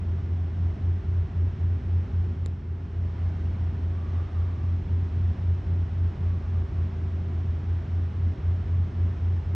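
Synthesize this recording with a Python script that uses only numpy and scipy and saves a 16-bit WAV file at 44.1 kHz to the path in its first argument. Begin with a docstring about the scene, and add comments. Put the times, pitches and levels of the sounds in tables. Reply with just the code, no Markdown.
"""A deep throb comes first: several engines outdoors at night, some way from a hand-held camera.
Four pure exhaust notes beat about four times a second; two nearly equal speeds deepen the throb every 3.5 s.
Weaker engine orders, noise rumble, wavering machine hums and the hush of the night air lie under it.
Decaying modes of the camera's case make one small click early in a dip in level, as the drone dissolves into
a later moment of the engines' beating. A far whirr, a narrow band of noise, swells twice after that."""
import sys
import numpy as np
from scipy import signal
from scipy.fft import rfft, irfft, next_fast_len
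from scipy.io import wavfile

SR = 44100
rng = np.random.default_rng(int(sys.argv[2]) if len(sys.argv) > 2 else 0)


def persist_wave(psi):
    """Save psi, clipped to +-1, as 16-bit WAV."""
    counts = np.round(np.clip(psi, -1, 1) * 32767).astype(np.int16)
    wavfile.write(sys.argv[1], SR, np.atleast_2d(counts).T)


N = 421150
TIME = np.arange(N) / SR  # t/s
SIDES = np.array([[1], [-1]])  # sign for the left and right microphone ports

# Engines at governed speeds, nearest first: [firing rate f/Hz, level at the microphone before trim/dB]
ENGINE_NOTES = [(85.337, -28.1), (89.006, -33.3), (89.293, -35.6), (79.96, -40.4)]
# Weaker orders of the nearest engine: [multiple of its four-stroke cycle rate, level before trim/dB re its note]
CYCLE_ORDERS = [(2, -39), (4, -16), (5, -24.5), (7, -22), (12, -27), (15, -30), (24, -40), (30, -42.5),
                (48, -46.5)]
# Rumble of the machinery: [f/Hz, density before chug and swell/dB per Hz]
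RUMBLE_SPECTRUM = [(12, -100), (24, -90), (32, -76), (43, -62.5), (60, -59), (105, -58), (135, -59.5),
                   (200, -66), (250, -68), (300, -72.5), (370, -72), (440, -84), (800, -105), (3000, -150)]
# Hums of the other machinery: [f/Hz, mean level before port balance/dB]
MACHINE_HUMS = [(50.6, -51), (61.9, -46), (68.3, -51.5), (81.2, -46), (119.9, -51.5), (134.4, -52),
                (180.5, -56), (302.8, -62), (384.6, -56), (410.8, -63), (620.8, -74.5), (981.4, -77),
                (1420.4, -75), (2493, -86), (8288, -100)]
# Hush of the night air: [f/Hz, density before trim/dB per Hz]
HUSH_SPECTRUM = [(100, -90), (400, -80.5), (720, -80), (1000, -83.5), (2000, -90), (2400, -93.5),
                 (3200, -96), (4000, -101.5), (4850, -106), (5200, -102), (6000, -108), (8200, -119.5),
                 (10500, -135), (15000, -150)]
# Modes of the camera's case: [f/Hz, starting level/dB, 60 dB decay t/s, phase between ports/rad]
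CASE_MODES = [(400, -28, .012, 0), (1050, -27, .005, 2.5), (1900, -24.5, .0018, 0.5),
              (3660, -28, 0.0024, .3), (7150, -29.5, .0022, 1), (11500, -38, .0012, 2.5)]
# Far-off whirr: [start t/s, length t/s, level before fades and port balance/dB]
WHIRR_SWELLS = [(3.87, .88, -58.5), (6.2, .7, -63)]
# Likeness of the two microphone ports: [f/Hz, likeness, limited to 0-1 when used]
PORT_LIKENESS = [(150, 1.6), (200, 1.1), (340, 0.98), (490, 0.63), (800, 0.45), (1400, 0.5), (2000, 1.1),
                 (2600, 1.5), (4200, 1.5), (5000, .2), (5500, 2), (7000, 0.6), (8200, 0.4), (10500, .1)]
# Balance of the ports above the bass: [f/Hz, left minus right/dB]
PORT_BALANCE = [(200, -0.5), (340, -.9), (700, -3.4), (1400, -4.5), (2000, -2), (2600, 0.5)]

CYLINDERS = 6
IN_STEP_S = 5.5  # moment on the engines' clock when all the exhausts push together
CLICK_S = 2.461
DISSOLVE_S, DISSOLVE_LENGTH_S = 2.716, 0.89  # middle and length of the dissolve
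SKIPPED_S = 27.534  # running time of the engines that the dissolve passes over
EARLY_HUSH_DB = -1.06  # the air is a little quieter before the dissolve
WHIRR_HZ, WHIRR_ARCH_HZ = 1120, 64.9  # pitch at the ends, and its rise in the middle
WHIRR_WIDTH_HZ, WHIRR_EDGE_S = 130, .1  # bandwidth, and length of each fade
MONO_HZ = 170  # well below this the waves are too long to tell the ports apart
EDGE_HZ = 15600  # upper band limit


def gain_of(db):
    """Convert decibels to amplitude."""
    return 10 ** (np.asarray(db) / 20)


def read(points, hz):
    """Read a table of frequency and value, joined on a log-frequency axis."""
    f, value = np.transpose(points)
    return np.interp(np.log(hz + 1), np.log(f + 1), value)


def drift(rate):
    """Slow random wander of rms 1: sines up to rate hertz, the slower ones stronger."""
    t = np.linspace(0, N / SR, 1000)
    speeds = np.geomspace(rate / 12, rate, 24)
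    turns = np.outer(t, speeds) + rng.random(len(speeds))
    wave = (np.sin(2 * np.pi * turns) / np.sqrt(speeds)).sum(1)
    return np.interp(TIME, t, (wave - wave.mean()) / wave.std())


def ports(hz):
    """Likeness of the two ports, and the gain of each; both ports agree in the bass."""
    apart = 1 - 1 / (1 + (hz / MONO_HZ) ** 6)
    like = 1 - apart * (1 - np.clip(read(PORT_LIKENESS, hz), 0, 1))
    return like, gain_of(SIDES * apart * read(PORT_BALANCE, hz) / 2)


def diffuse(spectrum):
    """Noise from all around with the given density, part shared by the two ports and part opposed."""
    size = next_fast_len(N)
    hz = np.fft.rfftfreq(size, 1 / SR)
    shared, apart = rfft(rng.standard_normal((2, size)))
    like, balance = ports(hz)
    pair = shared * np.sqrt((1 + like) / 2) + SIDES * apart * np.sqrt((1 - like) / 2)
    shaped = pair * balance * gain_of(read(spectrum, hz))
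    return irfft(shaped, size)[:, :N] * np.sqrt(SR / 2)  # density per Hz to samples


def firing(hz, clock):
    """Firing angle of an engine at a steady rate."""
    return 2 * np.pi * hz * (clock - IN_STEP_S)


def engines(clock, level_db=0.06):
    """Each exhaust is muffled to one pure firing note; together they beat."""
    notes = sum(gain_of(db) * np.cos(firing(hz, clock)) for hz, db in ENGINE_NOTES)
    return np.sqrt(2) * gain_of(level_db) * notes  # root 2 turns rms into peak


def lope(level_db=.1, waver_db=2.5):
    """Unequal cylinders of the nearest engine add weaker orders that waver on their way."""
    hz, note_db = ENGINE_NOTES[0]
    cycle, out = firing(hz, TIME) / CYLINDERS, np.zeros(N)
    for order, db in CYCLE_ORDERS:
        level = gain_of(db + waver_db * drift(2))
        out += level * np.cos(round(order) * cycle + 2 * np.pi * rng.random())
    return np.sqrt(2) * gain_of(level_db + note_db) * out


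def rumble(chug=.2, swell_db=0.67):
    """Turbulent exhaust gas, a little stronger at each firing of the nearest engine."""
    pulses = 1 + chug * np.cos(firing(ENGINE_NOTES[0][0], TIME))
    return diffuse(RUMBLE_SPECTRUM) * pulses * gain_of(swell_db * drift(6))


def hums(waver_db=1.3, sway=.3):
    """Shafts and fans hum; moving air sways each tone, and the higher ones reach the ports out of step."""
    out = np.zeros((2, N))
    for hz, db in MACHINE_HUMS:
        angle = 2 * np.pi * (hz * TIME + rng.random()) + sway * drift(1.5)  # sway in rad
        like, balance = ports(hz)
        size = np.sqrt(2) * balance * gain_of(db + waver_db * drift(2))
        out += size * np.cos(angle + SIDES * np.arccos(like) / 2)
    return out


def hush(level_db=-0.24, flutter_db=0.27):
    """The night air: a smooth far-off wash of noise that flutters slightly."""
    return diffuse(HUSH_SPECTRUM) * gain_of(level_db + flutter_db * drift(10))


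def click(contact_s=.00012):
    """One light knock rings the camera's case for a few milliseconds; modes shake the ports out of step."""
    t = np.maximum(TIME - CLICK_S, 0)
    ring = np.zeros((2, N))
    for hz, db, t60, lead in CASE_MODES:
        decay = gain_of(db - 60 * t / t60)
        ring += decay * np.sin(2 * np.pi * hz * t + SIDES * lead / 2)
    return ring * (1 - np.exp(-t / contact_s))


def whirr(start, length, db):
    """A narrow band of noise fades in, arches a little in pitch and fades out."""
    during = (TIME > start) & (TIME < start + length)
    age, out = TIME[during] - start, np.zeros((2, N))
    hz = WHIRR_HZ + WHIRR_ARCH_HZ * np.sin(np.pi * age / length)
    smooth = signal.butter(2, WHIRR_WIDTH_HZ / 2, fs=SR, output="sos")
    # two slow noises carried in quadrature make a band around the moving pitch
    a, b = signal.sosfilt(smooth, rng.standard_normal((2, N))[:, during])
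    like, balance = ports(WHIRR_HZ)
    angle = 2 * np.pi * np.cumsum(hz) / SR + SIDES * np.arccos(like) / 2
    band = a * np.cos(angle) + b * np.sin(angle)
    swell = np.minimum(np.minimum(age, length - age) / WHIRR_EDGE_S, 1)
    out[:, during] = gain_of(db) * swell * balance * band / band.std()
    return out


def scene(fade_power=1.15, rumble_dip=.65):
    """The drone dissolves into a later moment: the level dips and the throb resumes out of step."""
    progress = np.clip((TIME - DISSOLVE_S) / DISSOLVE_LENGTH_S + .5, 0, 1)
    early, late = (1 - progress) ** fade_power, progress ** fade_power
    dip = np.hypot(early, late)  # unrelated noises add by power
    drone = early * engines(TIME - SKIPPED_S) + late * engines(TIME)
    machinery = (lope() + rumble() + hums()) * dip ** rumble_dip  # a shallower dip than the air
    air = hush() * dip * gain_of(EARLY_HUSH_DB * (1 - progress))
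    far_whirr = sum(whirr(*row) for row in WHIRR_SWELLS)
    return drone + machinery + air + far_whirr + click()


def record(dry, whine_hz=9600, whine_db=-65):
    """A very faint high whine rises and falls with the drone; then a low-pass sets the band limit."""
    whining = dry * (1 + gain_of(whine_db) * np.cos(2 * np.pi * whine_hz * TIME))
    low_pass = signal.firwin(511, EDGE_HZ, window=("kaiser", 9), fs=SR)
    return signal.oaconvolve(whining, low_pass[None], "same")


dry = scene()
out = record(dry)
persist_wave(out)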